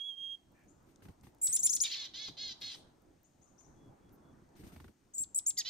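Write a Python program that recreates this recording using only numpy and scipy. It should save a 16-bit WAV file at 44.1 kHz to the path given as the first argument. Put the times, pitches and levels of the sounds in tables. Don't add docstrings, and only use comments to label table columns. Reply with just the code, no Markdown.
import sys
import numpy as np
from scipy import signal
from scipy.fft import irfft
from scipy.io import wavfile
from scipy.ndimage import uniform_filter1d

SR = 44100
rng = np.random.default_rng(int(sys.argv[2]) if len(sys.argv) > 2 else 0)


def log_audio(samples):
    frames = np.atleast_2d(samples).T
    limited = np.clip(frames, -1, 1)
    pcm = np.round(limited * 32767).astype(np.int16)
    wavfile.write(sys.argv[1], SR, pcm)


def invert_db(level):
    return 10 ** (np.asarray(level, dtype=float) / 20)


N = 250929

PERCH_S = 5.0

# (start [s], length [s], top of fast voice [Hz], slow voice [Hz], level [dB])
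FULL_CHIPS = [(1.413, 0.056, 7820, 2293, -31), (1.524, 0.04, 7374, 2206, -30.5),
              (1.628, 0.038, 7287, 2282, -29), (1.728, 0.035, 6980, 2206, -30.5)]
LEAN_CHIPS = [(1.478, 0.05, 8340, 2553, -38.5), (1.587, 0.041, 7750, 2555, -37),
              (1.691, 0.038, 7320, 2580, -33), (1.801, .036, 7220, 2405, -31.5),
              (5.46, 0.042, 7600, 2360, -32)]
LATE_CHIPS = [(5.136, 0.043, 7444, 2390, -46), (5.18, .057, 7685, 2607, -36.5),
              (5.345, .043, 8066, 2388, -30)]
THIN_CHIPS = [(5.134, 0.056, 8040, 2380, -48)]
FAR_CHIPS = [(0.678, 0.031, 7570, 2340, -82), (3.236, 0.032, 7320, 1860, -85.5),
             (3.412, 0.036, 7110, 1735, -82.5), (3.467, 0.033, 6850, 1900, -89),
             (3.577, 0.033, 6860, 1883, -78), (3.638, 0.032, 6680, 1920, -86.5)]
# (climb [Hz], scoop [share of climb], swell [dB], sum tones [dB])
FULL_MANNER = (850, 1.3, 1.3, 5.7)
LEAN_MANNER = (950.5, 1.6, -5, -0.5)
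LATE_MANNER = (901, 0.9, -2, -1)
THIN_MANNER = (162, 5.5, -2, -30)
FAR_MANNER = (696, 0.5, -8, 0)
PLUNGE = [(.3, .58, 0.62), (.62, .88, 0.84), (1.001, 1, 0.97)]
# (time [s], fast voice [Hz], slow voice [Hz], level [dB])
ARCH = [
    (5.568, 2887, 2238, -58),
    (5.578, 4730, 2052, -40.5),
    (5.588, 5120, 1997, -37.5),
    (5.6, 4730, 1818, -39),
    (5.612, 3570, 1910, -44),
    (5.624, 2210, 1880, -64),
]
# (fast voice [multiple], slow voice [multiple], level [dB])
CHIP_TONES = [(1, 0, 0), (1, -1, -35), (0, 1, -40), (1, 1, -9.), (1, 2, -33.), (2, 0, -21.)]
LATE_TONES = [(2, -1.1, -31.5)]
ARCH_TONES = [(1, 0, 3), (1, 1, 3.5), (0, 1, -12), (2, 1, -13), (2, -1, -17), (0, 4, -14)]
FAR_TONES = [(1, 0, 4), (1, 0.89, -10.5)]
# (start [s], length [s], crest of fast voice [Hz], slow voice [Hz], level [dB])
GARGLES = [
    (1.829, .062, 3874, 2329, -42),
    (1.894, .085, 3226, 2033, -42),
]
GARGLE_MINUS_DB = [4, -3]
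# (start [s], length [s], crest of fast voice [Hz], crest of slow voice [Hz], level [dB])
FIRST_DEE = [(1.965, 0.112, 1759, 2192, -43)]
DEES = [
    (2.134, 0.17, 1726, 2185, -44.5),
    (2.366, 0.17, 1681, 2142, -43.5),
    (2.61, .15, 1693, 2120, -45),
    (5.645, 0.18, 1663, 2164, -39),
]
DEE_CRESTS = [.55, .4, .28, 0.51]
DEE_HOARSE = [.2, .17, .42, .22]
# (frequency [Hz], level [dB])
THROAT = [(1200, -42), (1700, -17.5), (2150, -13), (2700, -9), (3400, -0.5), (4300, 2), (5100, -5),
          (6200, -11), (7100, -15.5), (7600, -39.5)]
# (time [s], change [dB], width [s])
LEVEL_SWAYS = [(1.42, -5, .012), (1.494, 0, 0.004), (1.602, 3.5, 0.0055), (1.616, -14.5, 0.0095),
               (1.702, 0.5, 0.0066), (1.718, -4.5, .008), (1.746, -10, 0.0031), (1.761, -12, 0.0024),
               (1.813, -3, 0.0012), (1.82, 2.5, .005), (1.834, -9, 0.0017), (1.838, 3.5, .002),
               (1.931, -5, .01), (2.064, 0, 0.0073), (2.139, -1, 0.011), (2.372, -4, 0.014), (2.62, 3, 0.012),
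               (2.745, -2.5, 0.0088), (5.14, -6.5, 0.0054), (5.175, -5, 0.0019), (5.183, 6, .003),
               (5.211, 1, 0.0098), (5.355, -13, 0.0032), (5.371, -8.5, 0.0041), (5.388, 7.5, 0.0011),
               (5.39, 2.5, 0.0017), (5.461, -7, 0.0042), (5.471, 1.5, .004), (5.485, 1, 0.0035),
               (5.497, 2, 0.0015), (5.652, -3, 0.0067)]
# (time [s], pitch [Hz], level [dB], left minus right [dB])
FEE = [
    (0.0, 3272, -45, -10.5),
    (0.07, 3353, -42.5, -8),
    (0.096, 3283, -41.5, -9.5),
    (0.146, 3190, -52.5, -11.5),
    (0.165, 3290, -65.5, -7.5),
]
# (start [s], length [s], pitch [Hz], level [dB], left minus right [dB])
WHISTLES = [
    (.158, .2, 3250, -45.5, -9),
    (3.755, .145, 3370, -83, -6),
    (4.0, .1, 3370, -86, -3),
    (4.22, .11, 3400, -85, -3),
]
# (pitch [multiple], level [dB])
OVERTONES = [(2, -33.5), (3, -36.), (4, -43.)]

# (frequency [Hz], level [dB])
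BEAK = [(2000, 0), (9500, 0), (10400, -1.5), (11100, -7.5), (11900, 4), (14000, 4.5), (16000, -1)]
# (frequency [Hz], left minus right [dB])
PORTS = [(2000, -1.5), (3250, -7.5), (4650, 3), (6050, 12), (6750, 6), (8150, 0), (9550, -8.5), (10300, -1),
         (15000, -1)]
LATE_PORTS = [(2000, -1.5), (3250, -9), (4650, -3), (6050, 5.5), (6750, 3), (8150, 3.5), (9550, -7),
              (10300, -2.5), (15000, 1)]
# (frequency [Hz], left leads [radians])
PORT_TURN = [(2000, 0.4), (3700, .5), (4650, 0), (6050, -1.6), (6800, -2), (8200, -2), (9550, -4),
             (10300, -2.5), (12500, -6), (15000, -5)]
LATE_TURN = [(2000, 1.4), (3250, -0.3), (4900, 1.43), (6050, 2.3), (6750, 0.7), (7400, 4.5), (8150, 4),
             (9300, 5), (10300, 4), (12100, 7.4), (14500, 6.5)]
# (frequency [Hz], level [dB])
SHADE = [(6900, 0), (7550, -7), (8200, 0), (10000, 0), (10900, -9), (11800, 0)]
# (frequency [Hz], time [s])
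WOOD = [(500, .45), (3000, .45), (8000, .33), (10000, .2), (14000, .16)]
DEEP_WOOD = [(500, .7), (3000, .7), (7000, .62), (10000, .4), (14000, .25)]

# (time [s], push [dB], snap against push [dB], feather hiss against push [dB])
BEATS = [(0.859, -68, -7, -5.5), (0.886, -66.5, -1, -7), (1.02, -53.5, -3, -8), (1.052, -48, -5.5, -32),
         (1.084, -43.5, -10.5, -27), (1.233, -49, -7.5, -12), (1.267, -50.5, -5.5, -28),
         (1.487, -55, -4.5, 4.5), (2.282, -42, -5, -26), (2.6, -56.5, -30, -0.5), (2.749, -53.5, 2, -9),
         (3.607, -62, -0.5, -25), (4.557, -62, 0, 1), (4.591, -45, -22, -17.5), (4.634, -42.5, -13, -18.5),
         (4.664, -48.5, -14, -12.5), (4.719, -47, -13, -13.5), (4.76, -48.5, -3, -19),
         (4.8, -47, -2.5, -19), (4.842, -46, -7, -24), (4.879, -48, -6, -28), (5.2, -49.5, -39, -37)]
# (frequency [Hz], level [dB per Hz])
SNAP = [(300, -33), (700, 2.5), (1800, -4), (3500, -12.5), (6000, -19), (9000, -19), (14000, -24.5)]
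RUSTLE = [(800, -15.5), (2000, 2.5), (5500, -4.5), (7500, -5.5), (8600, 0.5), (10700, -11.5), (12500, 0.5),
          (15500, -14)]
# (start [s], length [s], pitch [Hz], level [dB])
FLUTTERS = [
    (1.026, 0.11, 91.2, -60),
    (4.738, 0.182, 78, -56.5),
]
# (time [s], level [dB])
LANDING = [
    (2.6, -85),
    (2.66, -63),
    (2.74, -55),
    (2.8, -62),
    (2.9, -85),
]
# (frequency [Hz], level [dB per Hz])
BRAKE = [(1500, -14), (3000, -4), (6500, -3), (8800, 0), (10400, -6), (11500, -16), (16000, -24)]
# (start [s], length [s], level [dB])
MURMUR = (0.536, 0.17, -73)
# (frequency [Hz], level [dB per Hz])
MURMUR_COLOUR = [(900, -12), (1400, -16), (1750, 0.5), (2050, -10), (2350, -1.5), (2700, -13), (4000, -31)]
# (time [s], level [dB], centre [Hz], left minus right [dB])
TICKS = [(0.5197, -65, 13500, 1.0), (0.5197, -69, 9500, 1.0), (0.5916, -68, 12000, 4.0),
         (0.5916, -70, 7000, 4.0), (0.6363, -63, 8260, 1.5), (0.647, -69, 13500, 0.0),
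         (0.828, -65, 13500, 0.0), (0.843, -67, 9000, 3.0), (0.913, -67, 12000, 2.0),
         (0.913, -68, 8000, 4.0), (0.9588, -51, 6400, 10.0), (1.0065, -64, 3500, 1.5),
         (1.12, -67, 12500, 0.0), (1.2105, -56, 7020, 5.5), (1.2319, -58, 12100, 0.5),
         (1.3473, -59, 13500, 2.5), (1.3473, -61, 9500, 2.5), (1.3473, -61, 5000, 2.5),
         (1.3843, -64, 9620, 0.0), (1.3843, -66, 5500, 0.0), (3.0194, -61, 13200, 5.0),
         (3.2316, -57, 13800, 3.0), (3.6094, -63, 6330, 11.0), (3.8594, -70, 8140, 6.5),
         (4.0924, -59, 3400, 6.0), (4.0924, -63, 7500, 6.0), (4.4894, -65, 6320, 9.5),
         (4.554, -58, 5200, 5.0), (4.6148, -56, 2770, 1.5), (4.654, -60, 4500, 3.0),
         (4.7619, -52, 1800, 4.0), (4.8008, -57, 2020, 3.0), (4.8422, -60, 4780, 5.0),
         (4.8422, -55, 1300, 2.0), (4.881, -60, 1500, 2.0), (4.9746, -70, 6320, 11.0)]
# (start [s], length [s], level [dB])
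SWISH = (4.122, .05, -72.)

# (time [s], level [dB])
GUSTS = [(0.0, -71.5), (0.36, -73.5), (0.81, -67), (1.24, -67), (2.14, -63.5), (2.789, -65.5),
         (3.299, -71.5), (3.88, -62.5), (4.63, -63.5), (4.76, -60), (4.9, -72.5), (5.69, -69)]
# (frequency [Hz], level [dB per Hz])
RUMBLE = [(12, -40), (22, -21), (48, -3), (178, -4.5), (285, -4.5), (323, -2.5), (439, -12), (826, -12.5),
          (1500, -22), (2400, -35), (3300, -55), (5000, -120)]
AIR = [(800, -20), (1300, 0), (3000, -3), (5000, -6), (6500, -3), (8500, -5), (10500, -14), (13000, -11),
       (15800, -18)]
# (frequency [Hz], left minus right [dB])
AIR_PAN = [(1500, -1), (3500, 3), (5500, 10), (8500, 8), (11000, 0)]
# (frequency [Hz], likeness [0 to 1])
SAME = [(40, 0.83), (250, 0.79), (600, 0.081), (1500, 0.16), (8000, 0.94), (14000, 0.79)]


def birds():
    t = np.arange(N) / SR
    near = near_calls()
    near *= invert_db(sum(db * np.exp(-((t - s) / width) ** 2) for s, db, width in LEVEL_SWAYS))
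    first, later = near * (t < PERCH_S), near * (t >= PERCH_S)
    near = ports(first, PORTS, PORT_TURN) + ports(later, LATE_PORTS, LATE_TURN)
    far = shaded(far_calls() * invert_db([[2.5], [-8.]]))
    pure = whistlers()
    sent = invert_db(-6.5 - 7 * (t > PERCH_S)) * near
    echoes = wood(sent + invert_db(-19.5) * pure, WOOD) + wood(invert_db(7.5) * far, DEEP_WOOD, close=2.6)
    return near + invert_db(-1.0) * far + pure + echoes


def near_calls():
    near = np.zeros(N)
    # chips, their manner, then octave tones [dB], lower side tones [dB] and final fade [dB]
    kinds = ((FULL_CHIPS, FULL_MANNER, -5., 0., 21.),
             (LEAN_CHIPS, LEAN_MANNER, -6., -3., 27.),
             (LATE_CHIPS, LATE_MANNER, -4.5, -4., 31.),
             (THIN_CHIPS, THIN_MANNER, -1.5, -7., 31.))
    for table, (*manner, sum_db), octave_db, under_db, fade_db in kinds:
        for row in table:
            tones = chip_tones(row[0], row[-1], sum_db, octave_db, under_db)
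            add(near, *chip(chip_shape(*row, *manner), tones, fade_db=fade_db))
    add(near, *chip(ARCH, ARCH_TONES, haze=.22))
    for row, minus_db in zip(GARGLES, GARGLE_MINUS_DB):
        add(near, *buzz(gargle_shape(*row), fast_db=-1.5, slow_db=3.0, minus_db=minus_db,
                        alone_db=9.0, broken_db=-0.7))
    add(near, *buzz(dee_shape(*FIRST_DEE[0], crest=0.0495, hoarse=.33)))
    for row, crest, hoarse in zip(DEES, DEE_CRESTS, DEE_HOARSE):
        add(near, *buzz(dee_shape(*row, crest, hoarse)))
    return near


def chip_tones(start, level_db, sum_db, octave_db, under_db):
    tones = []
    for m, n, db in CHIP_TONES + LATE_TONES * (start > PERCH_S):
        db = db + sum_db * (m + n > 1) + octave_db * (m > 1)
        db += under_db * (m < 2 and n not in (0, m))
        db += 0.73 * (level_db + 33.5) * (n != 0)
        tones.append((m, n, db))
    return tones


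def chip_shape(start, length, top_hz, slow_hz, db, climb_hz, scoop, swell_db):
    t = np.linspace(0, length, num=40)
    u = t / length
    climb = climb_hz * (0.043 / length) ** 2.1
    fast = top_hz - climb * ((1 - u) ** 1.8 + scoop * np.exp(-t / .003))
    slow = slow_hz + 291 * (.5 - u)
    level = db - 20.5 * np.exp(-t / 0.0026) - swell_db * (1 - u)
    return np.c_[start + t, fast, slow, level]


def chip(rows, tones, drop_s=.012, end_hz=3100, fade_db=23., haze=.09):
    end_s, end_fast, end_slow, end_db = rows[-1]
    drop_hz = max(end_fast - end_hz, 0)
    tail = [(end_s + k * drop_s, end_fast - j * drop_hz, end_slow, end_db - fade * fade_db)
            for k, j, fade in PLUNGE]
    s, (fast, slow, db) = columns(list(rows) + tail)
    count = len(db)
    p = angle(fast * (1 + 0.0056 * wobble(count, 60)))
    q = angle(slow * (1 + 0.01122 * wobble(count, 60)))
    closing = np.clip((s + np.arange(count) / SR - end_s) / 0.0006, 0, 1)
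    mix = np.zeros(count)
    for m, n, tone_db in tones:
        gain = invert_db(tone_db + 4.5 * closing * (n > 0))
        mix += gain * np.sin(m * p + n * q) * (m * fast + n * slow < SR / 2)
    rasp = (haze + .3 * closing) * wobble(count, size=14)
    spit = (0.01 + 0.077 * closing) * rng.standard_normal(count)
    mix *= 1 + rasp + spit
    mix = signal.sosfilt(signal.butter(2, 1800, "high", fs=SR, output="sos"), mix)
    return s, np.sqrt(2) * invert_db(db + wobble(count, 150)) * mix * signal.windows.tukey(count, .08)


def gargle_shape(start, length, crest_hz, slow_hz, db):
    t = np.linspace(0, length, num=60)
    u = t / length - 0.37
    foot_hz = np.where(u < 0, .82 * crest_hz, 1764)
    lift = np.exp(-(u / np.where(u < 0, .12, .25)) ** 2)
    fast = foot_hz + (crest_hz - foot_hz) * lift
    level = db + 8.5 * lift - 9.6 * edges(t, length, 0.0048, 0.0031)
    rough = np.clip(.48 - .42 * lift, 0, .9)
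    return np.c_[start + t, fast, slow_hz + 0 * t, level, rough]


def dee_shape(start, length, fast_hz, slow_hz, db, crest, hoarse):
    t = np.linspace(0, length, num=60)
    slack = bow(t / length, crest)
    pitches = np.outer(1 - 0.13 * slack, [fast_hz, slow_hz])
    level = db - 1.5 * slack - 18.5 * edges(t, length, 0.0035, 0.0042)
    return np.c_[start + t, pitches, level, np.clip(hoarse + .3 * slack, 0, .9)]


def buzz(rows, fast_db=2.0, slow_db=2.0, minus_db=3.5, alone_db=-2.5, broken_db=2.):
    s, (fast, slow, db, rough) = columns(rows)
    count = len(db)
    p, q = (angle(v * (1 + .018 * rough * wobble(count, 40) + .008 * wobble(count, 350)))
            for v in (fast, slow))
    mix = np.zeros(count)
    for m in range(-2, 6):
        for n in range(-2, 5):
            hz = m * fast + n * slow
            loss_db = fast_db * abs(m) + slow_db * abs(n)
            loss_db += minus_db * (min(m, n) < 0)
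            loss_db += alone_db * (m * n == 0 and m + n > 1)
            waver_db = broken_db * np.clip(hz / 4000, .5, 2) ** 2 * wobble(count, size=300)
            gain = (hz > 0) * invert_db(read(THROAT, hz) - loss_db + waver_db)
            mix += gain * np.cos(m * p + n * q + 6 * rng.random())
    clear = evened(mix)
    rasp = clear * np.tanh(1.3 * wobble(count, size=18))
    rasp += 0.038 * clear * rng.standard_normal(count)
    power = uniform_filter1d(mix ** 2, size=110, mode="reflect") / np.mean(mix ** 2)
    voice = (np.sqrt(1 - rough ** 2) * clear + rough * rasp) / np.sqrt(power)
    return s, invert_db(db) * voice * signal.windows.tukey(count, .05)


def far_calls():
    far = np.zeros(N)
    for row in FAR_CHIPS:
        shape = chip_shape(*row, *FAR_MANNER[:-1])
        add(far, *chip(shape, FAR_TONES, fade_db=42.0, drop_s=0.0011, end_hz=5970))
    return far


def whistlers():
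    pure = np.zeros((2, N))
    for rows in [FEE] + [whistle_shape(*row) for row in WHISTLES]:
        add(pure, *whistle(rows))
    return pure


def whistle_shape(start, length, hz, db, pan_db):
    t = np.linspace(0, length, num=80)
    level = db - 16.5 * edges(t, length, 0.015, 0.0016)
    pitch = hz * (1 - 0.0054 * bow(t / length, .55))
    return np.c_[start + t, pitch, level, pan_db + 0 * t]


def whistle(rows):
    s, (hz, db, pan_db) = columns(rows)
    count = len(db)
    a = angle(hz * (1 + 0.0046 * wobble(count, 200)))
    tone = np.sin(a) + sum(invert_db(d) * np.sin(k * a) for k, d in OVERTONES)
    i = np.arange(count)
    fade = np.clip(np.minimum(i[::-1], i + 200 * (s < .01)) / 200, 0, 1)
    fade = fade * invert_db(1.15 * wobble(count, size=500))
    return s, np.sqrt(2) * invert_db(db + np.outer([.5, -.5], pan_db)) * tone * fade


def edges(t, length, rise_s, fall_s):
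    return np.exp(-t / rise_s) + np.exp((t - length) / fall_s)


def bow(u, crest):
    return np.where(u < crest, (crest - u) / .5, (u - crest) / (1 - crest)) ** 2


def wings():
    t, shapes = np.arange(SR // 5) / SR, np.zeros((3, N))
    u = t / np.array([[.008], [.003], [.017]])
    for s, db, snap_db, rustle_db in BEATS:
        add(shapes, s, invert_db([[db], [db + snap_db], [db + rustle_db]]) * u * np.exp(1 - u))
    push = coloured([(25, -54), (45, -22), (78, 1.5), (250, -3.5), (450, -12.0), (900, -43.5),
                     (2000, -73.0)], same=[(30, 1.0), (900, 0.63)])
    snap = coloured(SNAP, same=[(500, 0.86), (4000, 0.24)])
    hiss = coloured(RUSTLE, pan=AIR_PAN)
    return .5 * (shapes[0] * push + shapes[1] * snap + shapes[2] * hiss)


def flutters():
    out = np.zeros(N)
    for s, length, hz, db in FLUTTERS:
        count = round(length * SR)
        tone = np.sin(angle(hz * (1 + 0.042 * wobble(count, size=600))))
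        add(out, s, np.sqrt(2) * invert_db(db) * signal.windows.tukey(count, .5) * tone)
    return out


def landing():
    db = np.interp(np.arange(N) / SR, *np.transpose(LANDING), left=-200, right=-200)
    return .4 * invert_db(db) * coloured(BRAKE, pan=AIR_PAN)


def far_murmur():
    s, length, db = MURMUR
    u = np.clip((np.arange(N) / SR - s) / length, 0, 1)
    return invert_db(db) * np.sin(np.pi * u ** 0.64) * coloured(MURMUR_COLOUR, SAME)


def ticks():
    out, t = np.zeros((2, N)), np.arange(400) / SR
    u = t / .001
    for s, db, hz, pan_db in TICKS:
        snap = rng.standard_normal(400)
        snap = evened(uniform_filter1d(uniform_filter1d(snap, size=9), size=9))
        sound = np.sin(2 * np.pi * hz * t) * snap * u * np.exp(1 - u)
        add(out, s, invert_db(db - 9 + np.array([[.5], [-.5]]) * pan_db) * sound)
    return out


def swish():
    s, length, db = SWISH
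    u = np.clip((np.arange(N) / SR - s) / length, 0, 1)
    hiss = coloured([(7000, -30), (10800, -8), (12000, 0), (15000, -3), (16000, -15)],
                    same=[(1, .8), (2, .8)])
    return invert_db(db) * np.sin(np.pi * u ** 0.46) * hiss


def wash():
    gust_db = np.interp(np.arange(N) / SR, *np.transpose(GUSTS)) + 1.7
    rumble = invert_db(gust_db) * coloured(RUMBLE, SAME, AIR_PAN, patchy_db=2.5)
    return rumble + invert_db(-80) * coloured(AIR, SAME, AIR_PAN, patchy_db=-0.5)


def wood(x, decay, close=3.24):
    taps = np.zeros((2, SR // 2))
    slots = np.arange(round(0.0022 * SR), SR // 2 - 40, 40)
    at = slots + rng.integers(0, 40, (2, len(slots)))
    np.put_along_axis(taps, at, rng.choice([-1., 1.], at.shape), 1)
    hz, t, z = signal.stft(taps, SR, nperseg=128)
    near = 1 + close * np.exp(-t / 0.011)
    dying = invert_db(-60 * t / read(decay, hz)[:, None])
    tail = signal.istft(z * near * dying, SR, nperseg=128)[1]
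    return signal.fftconvolve(x, tail / np.linalg.norm(tail[0]), axes=1)[:, :N]


def ports(x, balance, turn):
    hz = np.fft.rfftfreq(512, 1 / SR)
    half = invert_db(read(balance, hz) / 2) * np.exp(.5j * read(turn, hz))
    loudness = np.sqrt((abs(half) ** 2 + abs(half) ** -2) / 2)
    response = np.array([half, 1 / half]) * invert_db(read(BEAK, hz)) / loudness
    taps = np.roll(irfft(response), 256, axis=1) * np.hanning(512)
    return signal.oaconvolve(x[None], taps, axes=1)[:, 256:256 + N]


def shaded(x):
    response = invert_db(read(SHADE, np.fft.rfftfreq(256, 1 / SR)))
    taps = np.roll(irfft(response), 128) * np.hanning(256)
    return signal.oaconvolve(x, taps[None], axes=1)[:, 128:128 + N]


def coloured(points, same=((1, 0.), (2, 0.)), pan=((1, 0.), (2, 0.)), patchy_db=0.0):
    frames, hz = N // 256 + 5, np.fft.rfftfreq(1024, 1 / SR)
    a, b, c, d, patch = rng.standard_normal((frames, 513, 5)).T
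    patch = evened(uniform_filter1d(uniform_filter1d(patch, size=12, axis=0), size=14, axis=1))
    alike = np.clip(read(same, hz), -1, 1)[:, None]
    half = invert_db(read(pan, hz) / 2)[:, None]
    left, other = a + 1j * b, c + 1j * d
    right = alike * left + np.sqrt(1 - alike ** 2) * other
    z = np.array([left * half, right / half])
    z *= invert_db(read(points, hz)[:, None] + patchy_db * patch)
    return evened(signal.istft(z, nperseg=1024, noverlap=768)[1][:, :N])


def wobble(count, size):
    noise = rng.standard_normal(count + 2 * size)
    return evened(uniform_filter1d(uniform_filter1d(noise, size), size)[size:-size])


def angle(hz):
    return 2 * np.pi * (np.cumsum(hz) / SR + rng.random())


def columns(rows):
    s, *rest = np.transpose(rows)
    t = np.arange(s[0], s[-1], 1 / SR)
    return s[0], [uniform_filter1d(np.interp(t, s, c), size=90, mode="nearest") for c in rest]


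def read(points, hz):
    f, value = np.transpose(points)
    return np.interp(np.log(np.abs(hz) + 1), np.log(f + 1), value)


def evened(x):
    return x / np.sqrt(np.mean(x ** 2) + 1e-20)


def add(mix, s, sound):
    part = mix[..., max(round(s * SR), 0):][..., :sound.shape[-1]]
    part += sound[..., :part.shape[-1]]


def scene():
    distant = shaded(wings() + landing() + far_murmur() + wash())
    return birds() + distant + flutters() + ticks() + swish()


def top_cut(x):
    return signal.sosfilt(signal.butter(12, 15830, fs=SR, output="sos"), x)


def record(dry):
    low_pass = signal.firwin(401, 15750, window=("kaiser", 9), fs=SR)
    narrow = signal.oaconvolve(dry, low_pass[None], "same")
    return top_cut(narrow)


dry = scene()
out = record(dry)
log_audio(out)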